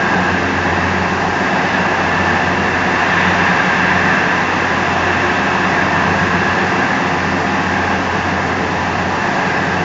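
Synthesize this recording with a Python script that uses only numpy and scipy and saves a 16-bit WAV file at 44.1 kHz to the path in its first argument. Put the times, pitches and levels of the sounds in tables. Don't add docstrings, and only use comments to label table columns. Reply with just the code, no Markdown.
import sys
import numpy as np
from scipy import signal
from scipy.fft import rfft, irfft, next_fast_len
from scipy.io import wavfile
from scipy.ndimage import uniform_filter1d, map_coordinates

SR = 44100
rng = np.random.default_rng(int(sys.argv[2]) if len(sys.argv) > 2 else 0)


def materialize(psi):
    bounded = np.clip(np.atleast_2d(psi).T, -1, 1)
    quanta = np.round(bounded * 32767).astype(np.int16)
    wavfile.write(sys.argv[1], SR, quanta)


N = 433934
t = np.arange(N) / SR


def amp(db):
    return 10 ** (np.asarray(db) / 20)


def unit(x):
    return x / np.sqrt(np.mean(np.abs(x) ** 2) + 1e-20)


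def curve(rows):
    return np.interp(t, *np.transpose(rows))


def wobble(rate_hz):
    coarse = t[::64]
    knots = rng.standard_normal(int(t[-1] * rate_hz) + 4)
    return np.interp(t, coarse, map_coordinates(knots, [coarse * rate_hz + 1]))


def filtered(x, response):
    size = next_fast_len(N + 8192)
    return irfft(rfft(x, size) * response(np.fft.rfftfreq(size, 1 / SR)), size)[:N]


def coloured(x, spectrum):
    points_hz, db = np.transpose(spectrum)
    return unit(filtered(x, lambda hz: amp(np.interp(np.log(hz + 1), np.log(points_hz), db))))


def hall_noise(patchy_db):
    bins = signal.stft(rng.standard_normal(N), nperseg=4096)[2]
    field = uniform_filter1d(rng.standard_normal(bins.shape), size=2, axis=0)
    field = unit(uniform_filter1d(field, size=14, axis=1))
    return unit(signal.istft(bins * amp(patchy_db * field), nperseg=4096)[1][:N])


def tone(cycles, diffuse, drift_hz):
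    phase = 2 * np.pi * (cycles + rng.random())
    in_phase = (1 + diffuse * wobble(drift_hz)) * np.sin(phase)
    quadrature = diffuse * wobble(drift_hz) * np.cos(phase)
    return unit(in_phase + quadrature)


# frequency in Hz, relative density in dB.
RUMBLE_SPECTRUM = [(20, -20.5), (50, -19), (78, -14.5), (112, -5.5), (150, -0.9), (250, 0.5), (370, 1),
                   (490, -2.5), (620, -2), (800, -9), (1500, -60.5)]
# time in seconds, level in dB.
RUMBLE_DB = [(0, -22.5), (1.35, -22.5), (1.85, -22), (2.7, -23), (3.2, -22.5), (5.5, -22.5), (7.2, -23.5),
             (8.1, -23.5), (8.5, -23.5), (9.84, -23.5)]


def hall_rumble():
    return amp(curve(RUMBLE_DB)) * coloured(hall_noise(patchy_db=1.0), RUMBLE_SPECTRUM)


# frequency in Hz, relative density in dB.
DUCT_SPECTRUM = [(600, -36), (860, -8), (985, 1.5), (1190, -0.5), (1380, -3.5), (1900, -7.5), (3000, -24.5),
                 (5000, -52.5)]
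AIR_SPECTRUM = [(800, -3.5), (2900, 5), (3600, 0.5), (4150, 1), (4900, 2), (5900, -0.5), (7000, -5.5),
                (7380, -10.5), (7600, -38.5)]
# time in seconds, gain in dB.
NEARNESS_DB = [(0, -0.8), (0.28, -0.5), (0.45, -2), (1.2, -1), (1.9, 0), (2.3, 1.6), (2.6, -1.5),
               (3.0, 1.5), (3.4, 4), (3.85, 1.5), (4.2, 2.5), (4.45, 0.5), (4.9, 1.5), (5.3, 1), (6.0, 1.2),
               (6.6, 0.5), (7.1, -0.5), (7.5, -1.5), (8.0, -2.5), (8.7, -3.5), (9.1, -2), (9.35, -0.3),
               (9.84, -4)]
FLOW_LAYERS = {"ducts": (-22, .8, 0.23), "air": (-32, .35, .1)}


def conveying_flow():
    rush = np.zeros(N)
    for name, spectrum in (("ducts", DUCT_SPECTRUM), ("air", AIR_SPECTRUM)):
        base_db, share, surge_db = FLOW_LAYERS[name]
        level_db = base_db + share * curve(NEARNESS_DB) + surge_db * wobble(rate_hz=3.0)
        rush += amp(level_db) * coloured(hall_noise(patchy_db=1.0), spectrum)
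    return rush


# frequency in Hz, relative level in dB.
WHINE_PARTIALS = [(1752, -2), (1765, -1.5), (1811, -6.5), (2712, -12.5)]
# time in seconds, gain in dB.
WHINE_GAIN_DB = [(0, -40.5), (1.9, -43.5), (2.15, -27), (2.7, -28), (3.2, -29), (4.1, -25.5), (4.5, -38),
                 (6.3, -39), (6.9, -34.5), (7.4, -42), (9.84, -43.5)]


def whine():
    partials = sum(amp(db) * tone(hz * t, diffuse=0.76, drift_hz=7) for hz, db in WHINE_PARTIALS)
    return amp(curve(WHINE_GAIN_DB)) * partials


# frequency in Hz, level in dB.
MOTOR_TONES = [(46.05, -51), (91.2, -45), (182.4, -38.5), (185, -41.5), (192.7, -39.5), (199.7, -48.5),
               (212.6, -45.5), (273.7, -44), (333.2, -43.5), (691, -44), (733, -47.5), (812, -44),
               (881, -43), (988, -38), (1073, -41)]
# time in seconds, level in dB.
FAN_DB = [(0, -32), (2.5, -29), (3.2, -32.5), (4.1, -31.5), (4.5, -34.5), (5.15, -36.5), (5.45, -30.5),
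          (6.3, -29.5), (8.2, -29), (8.6, -33), (9.84, -31.5)]


def motors_and_fan(fan_hz=197.4):
    fan = amp(curve(FAN_DB)) * tone(fan_hz * t, diffuse=0.36, drift_hz=13)
    return fan + sum(amp(db) * tone(hz * t, diffuse=0.22 * hz / 200, drift_hz=0.8 + hz / 180)
                     for hz, db in MOTOR_TONES)


# frequency in
# Hz, width in Hz, relative level in dB.
WIDE_LOW_MODES = [(1590, 52, 1), (1632, 40, -6), (1645, 46, 0), (1700, 36, -3)]
WIDE_HIGH_MODES = [(1743, 50, -1), (1804, 41, -5), (1802, 42, -3.5), (1895, 80, -11), (1972, 82, -6),
                   (2180, 460, -12)]
NARROW_MODES = [(2480, 36, -5.5), (2560, 30, -3), (2580, 26, 0.5), (2634, 40, -2.5), (2682, 30, 3),
                (2750, 16, -0.5), (2760, 24, -3.5), (2730, 420, -8.5), (3590, 500, -9.5)]
# time in
# seconds, level in dB.
WIDE_LOW_DB = [(0, -24), (.22, -21), (.4, -25), (1.25, -25), (1.6, -24), (2.25, -24), (2.55, -24.5),
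               (3.2, -22.5), (3.8, -20.5), (4.25, -21), (4.48, -25.5), (4.7, -24), (4.94, -26.5), (5.08, -21),
               (5.35, -22), (5.6, -25.5), (5.8, -21.5), (6.1, -22.5), (6.5, -19.5), (6.62, -23.5), (6.85, -22),
               (7.35, -31), (7.78, -23), (7.92, -26), (8.6, -28), (9.2, -28), (9.38, -23), (9.84, -25)]
WIDE_HIGH_DB = [(0, -26), (.8, -24), (1.25, -27.5), (1.7, -23), (2.3, -25), (2.7, -24.5), (3.2, -20.5),
                (4.0, -21.5), (4.5, -23), (4.95, -24), (5.1, -22.5), (5.5, -24.5), (5.75, -22.5), (6.1, -24.5),
                (6.9, -23.5), (7.4, -26), (7.75, -25.5), (8.4, -26.5), (9.1, -27), (9.45, -23), (9.84, -27.5)]
NARROW_DB = [(0, -31), (.65, -31), (1.25, -33.5), (1.65, -29.5), (2.9, -29.5), (3.25, -25), (3.5, -27.5),
             (3.65, -27), (4.7, -30), (5.1, -28.5), (6.1, -30), (6.43, -28.5), (7.0, -31), (7.42, -33.5),
             (7.6, -31), (8.9, -33.7), (9.42, -32.5), (9.84, -32.5)]


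def spouts(modes, envelope_db, low_hz, high_hz, kernels_per_s=5000):
    def steel(hz):
        power = sum(np.abs(amp(db) * hz * width / (centre ** 2 - hz ** 2 + 1j * hz * width)) ** 2
                    for centre, width, db in modes)
        radiation_loss = (1 + (hz / high_hz) ** 8) * (1 + (low_hz / (hz + 1)) ** 8)
        return np.sqrt(power / radiation_loss)

    kernels = (rng.random(N) < kernels_per_s / SR) * rng.standard_normal(N)
    blows = hall_noise(patchy_db=2.0) + amp(-7.5) * unit(kernels)
    flicker_db = 0.27 * wobble(rate_hz=11)
    return amp(curve(envelope_db) + flicker_db) * unit(filtered(blows, steel))


# frequency in Hz, relative density in dB.
SIEVE_SPECTRUM = [(400, -33.5), (660, -6.5), (700, 1), (770, 0), (830, 0), (900, -2.5), (1000, -6.5),
                  (1300, -22), (3000, -56)]
BOX_SPECTRUM = [(720, -29.5), (795, -6.5), (830, 4), (868, -0.5), (920, -6), (1040, -38)]
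# time in seconds, offset in dB.
SWISH_SWELL_DB = [(0, -0.8), (.15, 2.5), (0.4, -1.5), (1.0, 0), (1.85, 1.5), (2.15, 0.1), (2.4, 1.5),
                  (2.6, -2), (3.0, 0.5), (3.28, 1.3), (3.9, 0), (4.5, -0.5), (4.65, 0), (5.0, 2),
                  (5.33, -1), (5.7, 1), (6.1, 1.5), (6.35, -2.2), (6.93, 1), (7.15, -0.5), (7.5, -1),
                  (7.8, -0.5), (8.05, -1), (8.6, -1.5), (9.08, -1.5), (9.27, 0.5), (9.84, -2.5)]
# time in seconds, level in dB.
BOX_DB = [(0, -36.5), (1.4, -31.5), (2.5, -36), (5.4, -40.5), (5.7, -32.5), (6.4, -38.5), (6.9, -26),
          (7.2, -33), (7.8, -27.5), (8.1, -34.5), (9.05, -33.5), (9.3, -32.5), (9.84, -31.5)]


def sifter(base_db=-22.5):
    meal = amp(base_db + curve(SWISH_SWELL_DB)) * coloured(hall_noise(patchy_db=0.0), SIEVE_SPECTRUM)
    boxes = amp(curve(BOX_DB)) * coloured(hall_noise(patchy_db=1.5), BOX_SPECTRUM)
    return meal + boxes


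# time in seconds, level in dB.
MESH_DB = [(0, -39), (.17, -34), (.33, -27), (.92, -26.5), (1.2, -31.5), (1.4, -34), (1.72, -38),
           (1.97, -28.5), (2.55, -28.5), (2.8, -34), (3.02, -36), (3.29, -27.5), (3.6, -38), (4.02, -28.5),
           (4.36, -39), (4.72, -31.5), (5.25, -29.5), (5.56, -41), (5.86, -30.5), (6.45, -29), (6.77, -41),
           (7.1, -33.5), (8.06, -28.5), (9.12, -31.5), (9.38, -47), (9.8, -29)]
OCTAVE_DB = [(0, -37), (.18, -23), (.55, -35.5), (1.0, -24.5), (1.35, -32.5), (1.8, -26.5), (1.95, -36.5),
             (2.6, -29), (2.8, -35), (3.05, -27.5), (3.3, -22), (3.41, -28.5), (3.5, -18), (3.7, -33.5),
             (3.9, -21), (4.07, -28.5), (4.28, -26), (4.55, -37.5), (5.18, -45), (5.35, -27.5), (5.75, -30),
             (5.92, -37), (6.28, -25.5), (6.6, -30), (7.55, -33.5), (8.4, -39), (8.75, -30), (9.35, -42),
             (9.5, -23.5), (9.63, -31), (9.76, -25.5), (9.84, -29)]
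THIRD_DB = [(0, -35.5), (.6, -29), (.85, -39.5), (6.2, -38.5), (6.75, -27.5), (7.6, -32.5), (8.6, -48),
            (9.5, -45), (9.8, -31)]
FOURTH_DB = [(0, -34.5), (.38, -29), (.7, -38.5), (1.5, -42), (2.4, -32), (2.9, -34), (3.2, -40.5),
             (4.55, -40.5), (4.85, -31.5), (5.25, -29), (5.6, -35.5), (7.55, -38), (7.8, -45),
             (9.45, -44.5), (9.84, -33.5)]


def gear_hum(turns, octave_turns, teeth=12):
    mesh_throb = 1 - 0.12 * np.cos(2 * np.pi * turns)
    octave_throb = 1 - 0.28 * np.cos(2 * np.pi * octave_turns)
    mesh = unit(mesh_throb * tone(teeth * turns, diffuse=0.087, drift_hz=9))
    octave = unit(octave_throb * tone(2 * teeth * octave_turns, diffuse=0.42, drift_hz=22))
    third = tone(3 * teeth * turns, diffuse=0.53, drift_hz=9)
    fourth = tone(4 * teeth * turns, diffuse=1.5, drift_hz=18)
    return (amp(curve(MESH_DB)) * mesh + amp(curve(OCTAVE_DB)) * octave
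            + amp(curve(THIRD_DB)) * third + amp(curve(FOURTH_DB)) * fourth)


# shaft speed in turns per second, sideband gain in dB.
MILL_SHAFTS = [(7.405, -5.5), (7.452, -1.5), (7.484, -5.5)]
# multiple of shaft speed, base level in dB.
SIDEBANDS = [(6, -58.5), (9, -56.5), (11, -46), (13, -41.5), (14, -53), (16, -47), (18, -44), (20, -45.5),
             (21, -39.5), (22, -38), (23, -43.5), (25, -43), (26, -48.5), (33, -41), (35, -38), (37, -40),
             (47, -39.5), (59, -41), (60, -42.5), (72, -42.5)]
# time in seconds, gain in dB.
SIDEBAND_SWELL_DB = [(0, 0), (1.4, -1), (2.0, 0), (5.2, -1), (6.0, 2.5), (7.0, 1.1), (8.0, 0.5),
                     (9.84, 1.5)]


def roller_mills(speed_drift=0.00096):
    shaft_turns = [np.cumsum(hz * (1 + speed_drift * wobble(rate_hz=0.97))) / SR
                   for hz, _ in MILL_SHAFTS]
    sidebands = np.zeros(N)
    for turns, (_, mill_db) in zip(shaft_turns, MILL_SHAFTS):
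        for multiple, db in SIDEBANDS:
            sidebands += amp(db + mill_db) * tone(multiple * turns, diffuse=0.6, drift_hz=1.51)
    return amp(curve(SIDEBAND_SWELL_DB)) * sidebands + gear_hum(shaft_turns[1], shaft_turns[2])


def scene():
    background = hall_rumble() + conveying_flow()
    ringing = spouts(WIDE_LOW_MODES, WIDE_LOW_DB, low_hz=1430, high_hz=2000)
    ringing += spouts(WIDE_HIGH_MODES, WIDE_HIGH_DB, low_hz=1610, high_hz=2550)
    ringing += spouts(NARROW_MODES, NARROW_DB, low_hz=2100, high_hz=3500)
    machines = roller_mills() + motors_and_fan() + whine() + sifter()
    return (background + ringing + machines)[None]


def record(dry, ceiling=0.72, cutoff_hz=7600):
    rounded = dry[0] / (1 + np.abs(dry[0] / ceiling) ** 10) ** (1 / 10)
    return filtered(rounded, lambda hz: hz < cutoff_hz)[None]


dry = scene()
out = record(dry)
materialize(out)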